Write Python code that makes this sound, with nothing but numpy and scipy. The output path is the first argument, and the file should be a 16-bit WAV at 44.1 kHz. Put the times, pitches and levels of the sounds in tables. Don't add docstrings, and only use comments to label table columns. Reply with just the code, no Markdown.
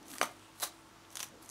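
import sys
import numpy as np
from scipy import signal
from scipy.fft import rfft, irfft, next_fast_len
from scipy.io import wavfile
from scipy.ndimage import map_coordinates

SR = 44100
rng = np.random.default_rng(int(sys.argv[2]) if len(sys.argv) > 2 else 0)


def materialize(psi):
    bounded = np.clip(np.atleast_2d(psi).T, -1, 1)
    quanta = np.round(bounded * 32767).astype(np.int16)
    wavfile.write(sys.argv[1], SR, quanta)


def voltage_ratio(level):
    return 10 ** (np.asarray(level, float) / 20)


N = 66150
T_S = np.arange(N) / SR

# f/Hz, density/dB per Hz
AIR_SPECTRUM = [(25, -32), (50, -16.5), (100, -17.5), (300, -12), (480, -18), (1100, -14), (2000, -21),
                (7000, -27.5), (15500, -40)]
# f/Hz, rms level/dB, unsteadiness/dB
APPLIANCE_TONES = [(49.5, -77, 0), (102.2, -73, -3), (147.7, -77, 2), (328.3, -68.5, 2), (690, -80, 5.5),
                   (885, -74.5, 0.5), (1104, -81, 3.5), (1338, -76, -3)]
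# centre t/s, length/s, level/dB, f/Hz
PALM_RUBS = [(0.036, 0.055, -54.5, 269), (0.12, 0.028, -56, 273), (0.228, 0.025, -51.5, 297),
             (.37, .04, -61.5, 310), (1.345, 0.031, -63, 206), (1.348, 0.03, -59.5, 470),
             (1.44, 0.073, -63, 303), (0.028, 0.075, -62.5, 710), (0.435, .07, -66.5, 2900),
             (0.437, 0.044, -69, 8400), (1.27, .03, -64, 109), (.235, .012, -59, 120),
             (0.7, 0.14, -70, 9000)]
# centre t/s, length/s, level/dB, f/Hz
SHORT_RUB = (1.05, .005, -62, 3500)
# t/s, peak level/dB, hollow body share/dB, burst t60/s
FIBRE_SNAPS = [(0.0276, -49, -10, 0.015), (0.056, -47, -2, .008), (.0657, -44, 1, 0.0073),
               (.0815, -40, -10, .009), (0.1055, -42, -4, .009), (0.1143, -37.5, 2, 0.0091),
               (0.13, -46, -6, 0.006), (0.1356, -37, 17, .008), (0.182, -25.5, 2, 0.0089),
               (0.2125, -16, 8, 0.016), (0.228, -24, -1, 0.023), (.393, -51, -4, 0.014),
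               (0.5987, -31.5, -12, 0.0069), (.634, -24, -24, 0.039), (0.14, -45, -10, .009),
               (1.103, -44, -14, .007), (1.126, -45, -4, 0.0096), (1.154, -25, -1, 0.021),
               (1.169, -26, -1, 0.021), (1.1925, -28.5, 4, 0.015), (1.2003, -32, -3, .008),
               (1.2024, -23.5, 1, 0.03), (1.228, -21, -8, 0.011), (1.2316, -28, -2, 0.013),
               (1.2854, -42.5, -21, .007), (1.4242, -49, -15, 0.0097), (1.4456, -51, -6, 0.01),
               (1.4592, -40, -18, 0.0054), (1.4904, -31, -19, 0.0069), (1.4974, -34, -13, 0.01)]
# f/Hz, width/Hz, level/dB
SKIN_MODES = [(1110, 1970, -6), (3200, 900, 1.5), (4400, 500, -3.5), (6100, 570, 3.5), (9040, 1660, -4),
              (12300, 2400, -8.5)]
BODY_SHARE = [1, .6, .4, 0, 0, 0]
# peak t/s, level/dB, rise/dB per s, fall/dB per s, flap f/Hz
TEAR_STROKES = [
    (.108, -53.5, 303, 63, 8000),
    (.145, -61.5, 198, 131, 11300),
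    (0.229, -42.5, 1500, 434, 3930),
    (.638, -35, 560, 1600, 4200),
    (0.659, -45, 177, 421, 4050),
    (1.127, -57, 598, 400, 6000),
    (1.21, -48.5, 347, 246, 3200),
    (1.233, -53, 1200, 422, 6100),
    (1.426, -60, 900, 250, 11300),
    (1.498, -60.5, 255, 298, 6050),
]
# f/Hz, density/dB per Hz
FIBRE_SPECTRUM = [(400, -6), (1200, -0.5), (2500, -13), (4100, -6.5), (5000, -24), (6200, -12), (10600, -2),
                  (15500, -13.5)]
POP_TIMES = [
    .2142,
    .229,
    .236,
    .629,
    .157,
]
# peak level/dB, ring level/dB, push f/Hz
SKIN_POPS = [
    (-13.5, -32, 1500),
    (-24, -32, 790),
    (-29, -31, 1200),
    (-27, -43.5, 1400),
    (-40.5, -48.5, 1700),
]
# f/Hz, level/dB, t60/s
FRUIT_MODES = [(284, -9.5, 0.23), (913, -8, 0.18), (1195, 2, 0.17), (1320, -7, 0.11), (1435, -16.5, 0.12),
               (1440, -19.5, 0.22), (1730, -38, 0.14), (1940, -11.5, 0.15), (2110, -14, 0.16),
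               (3050, -20.5, 0.31), (3270, -25, 0.092), (3660, -19.5, 0.16)]
# f/Hz, t60/s
ROOM_DECAY = [(200, 0.38), (1200, 0.24), (5000, 0.26), (14000, 0.08)]

AIR_DB, WET_DB = -58.5, -11
SNAP_LAG_S = 0.0013
GRAINS_PER_S, GRAIN_HZ, GRAIN_SPREAD_OCT, GRAIN_SPREAD_DB, GRAIN_CYCLES = 3500, 8600, 0.54, 4, 1.6
GRAIN_SAMPLES = 128
HISS_DB, FLAP_DB, FLAP_REL_WIDTH = 1, -12, 0.07
EDGE_DB, EDGE_STEEPENS = 16, 3.7
BELLY_HZ, BELLY_DB, BELLY_T60_S, BELLY_ONSET_S = 730, -5.5, 0.019, 0.00033
RING_T60_SHARE, RING_ONSET_S = 0.42, 0.00086
RUMBLE_CUT_HZ, TOP_HZ, LEAK_DB = 138, 15700, -34


def unit(x):
    return x / np.sqrt(np.mean(x ** 2) + 1e-20)


def along(points, hz):
    f, value = np.transpose(points)
    return np.interp(np.log(hz + 1), np.log(f + 1), value)


def wobble(rate_hz):
    knots = rng.standard_normal(int(N * rate_hz / SR) + 4)
    return map_coordinates(knots, [T_S * rate_hz])


def filtered(x, response):
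    size = next_fast_len(x.shape[-1] + 8192)
    hz = np.fft.rfftfreq(size, 1 / SR)
    return irfft(rfft(x, size) * response(hz), size)[..., :x.shape[-1]]


def peak(f, hz, width_hz):
    return 1j * f * width_hz / (hz * hz - f * f + 1j * f * width_hz)


def add(track, start_s, sound):
    part = track[round(start_s * SR):][:len(sound)]
    part += sound[:len(part)]


def background():
    noise = rng.standard_normal(N)
    air = unit(filtered(noise, lambda f: voltage_ratio(along(AIR_SPECTRUM, f)) * (f > 25)))
    out = air * voltage_ratio(AIR_DB - 0.7 + 0.23 * wobble(9.4))
    for hz, rms_db, shake_db in APPLIANCE_TONES:
        level = np.sqrt(2) * voltage_ratio(rms_db + shake_db * wobble(14))
        phase = 2 * np.pi * hz * T_S + 0.24 * shake_db * wobble(12)
        out += level * np.sin(phase)
    return out


def rubs():
    out = np.zeros(N)
    for centre_s, length_s, db, hz in PALM_RUBS + [SHORT_RUB]:
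        swell = np.exp(-0.5 * ((T_S - centre_s) / length_s) ** 2)
        noise = filtered(rng.standard_normal(N), lambda f: peak(f, hz, 0.41 * hz) ** 2)
        out += voltage_ratio(db) * swell * unit(noise)
    return out


def snaps():
    out = np.zeros(N)
    t = np.arange(2048) / SR
    for start_s, db, body_db, t60_s in FIBRE_SNAPS:
        burst = 0.32 * rng.standard_normal(len(t)) * voltage_ratio(-60 * t / t60_s)
        burst[0] -= 1.8
        tint_db = rng.normal(0, 2.6, len(SKIN_MODES)) + body_db * np.array(BODY_SHARE)

        def skin(f):
            total = 0.082
            for k, (hz, width_hz, mode_db) in enumerate(SKIN_MODES):
                total = total + (-1) ** k * voltage_ratio(mode_db + tint_db[k]) * peak(f, hz, width_hz)
            return total

        sound = filtered(burst, skin)
        add(out, start_s + SNAP_LAG_S, voltage_ratio(db) * sound / np.abs(sound).max())
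    return out


def crackle():
    count = int(GRAINS_PER_S * N / SR)
    place, rarity = rng.random((2, count, 1))
    octaves, sign = rng.standard_normal((2, count, 1))
    hz = np.clip(GRAIN_HZ * 2 ** (GRAIN_SPREAD_OCT * octaves), 1500, 15000)
    t = np.arange(GRAIN_SAMPLES) / SR
    level = voltage_ratio(-GRAIN_SPREAD_DB * np.log(rarity + 1 / 30)) * np.sign(sign)
    ticks = level * np.sin(2 * np.pi * hz * t) * np.exp(-np.pi * hz * t / GRAIN_CYCLES)
    where = (place * N).astype(int) + np.arange(GRAIN_SAMPLES)
    return unit(np.bincount(where.ravel(), ticks.ravel(), N + GRAIN_SAMPLES)[:N])


def tears():
    noise = rng.standard_normal(N)
    hiss = unit(filtered(noise, lambda f: voltage_ratio(along(FIBRE_SPECTRUM, f)) * (f > 300)))
    source = unit(crackle() + voltage_ratio(HISS_DB) * hiss)
    clumps = voltage_ratio(2.7 * wobble(220))
    out = np.zeros(N)
    for peak_s, db, rise_db_s, fall_db_s, flap_hz in TEAR_STROKES:
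        flap = unit(filtered(source, lambda f: peak(f, flap_hz, FLAP_REL_WIDTH * flap_hz)))
        under_db = np.where(T_S < peak_s, rise_db_s * (peak_s - T_S), fall_db_s * (T_S - peak_s))
        edge_db = EDGE_STEEPENS * np.maximum(under_db - EDGE_DB, 0)
        out += voltage_ratio(db - under_db - edge_db) * (source + voltage_ratio(FLAP_DB) * flap)
    return clumps * out


def fruit_ring(t):
    ring = np.zeros(len(t))
    for hz, db, t60_s in FRUIT_MODES:
        level = voltage_ratio(db + rng.normal(0, 1.4) - 60 * t / (RING_T60_SHARE * t60_s))
        drift = 0.049 * np.cumsum(rng.standard_normal(len(t)))
        ring += level * np.sin(2 * np.pi * (hz * t + rng.random()) + drift)
    return ring * (1 - np.exp(-t / RING_ONSET_S))


def pops():
    out = np.zeros(N)
    t = np.arange(SR // 4) / SR
    for start_s, (db, ring_db, push_hz) in zip(POP_TIMES, SKIN_POPS):
        cycles = t * push_hz
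        push = np.sin(2 * np.pi * cycles) * cycles * np.exp(-2.05 * cycles)
        push = push / np.abs(push).max()
        belly = voltage_ratio(BELLY_DB - 60 * t / BELLY_T60_S) * np.sin(2 * np.pi * BELLY_HZ * t)
        belly = belly * (1 - np.exp(-t / BELLY_ONSET_S))
        add(out, start_s, voltage_ratio(db) * (push + belly) + voltage_ratio(ring_db) * fruit_ring(t))
    return out


def kitchen(x):
    hz, t, bins = signal.stft(rng.standard_normal(SR // 2), SR, nperseg=256)
    decay = voltage_ratio(-60 * t / along(ROOM_DECAY, hz)[:, None])
    tail = signal.istft(bins * decay, SR, nperseg=256)[1]
    delayed = np.pad(x, (120, 0))
    return signal.fftconvolve(delayed, tail / np.linalg.norm(tail))[:N]


def scene():
    hands = snaps() + tears() + pops()
    near = filtered(hands, lambda f: (1j * f / (RUMBLE_CUT_HZ + 1j * f)) ** 2)
    return (background() + rubs() + near + voltage_ratio(WET_DB) * kitchen(near))[None]


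def roll_off(x):
    return signal.sosfilt(signal.butter(12, 15690, fs=SR, output="sos"), x)


def record(dry):
    mix = filtered(dry, lambda f: np.where(f < TOP_HZ, 1, voltage_ratio(LEAK_DB)))
    return roll_off(mix)


dry = scene()
out = record(dry)
materialize(out)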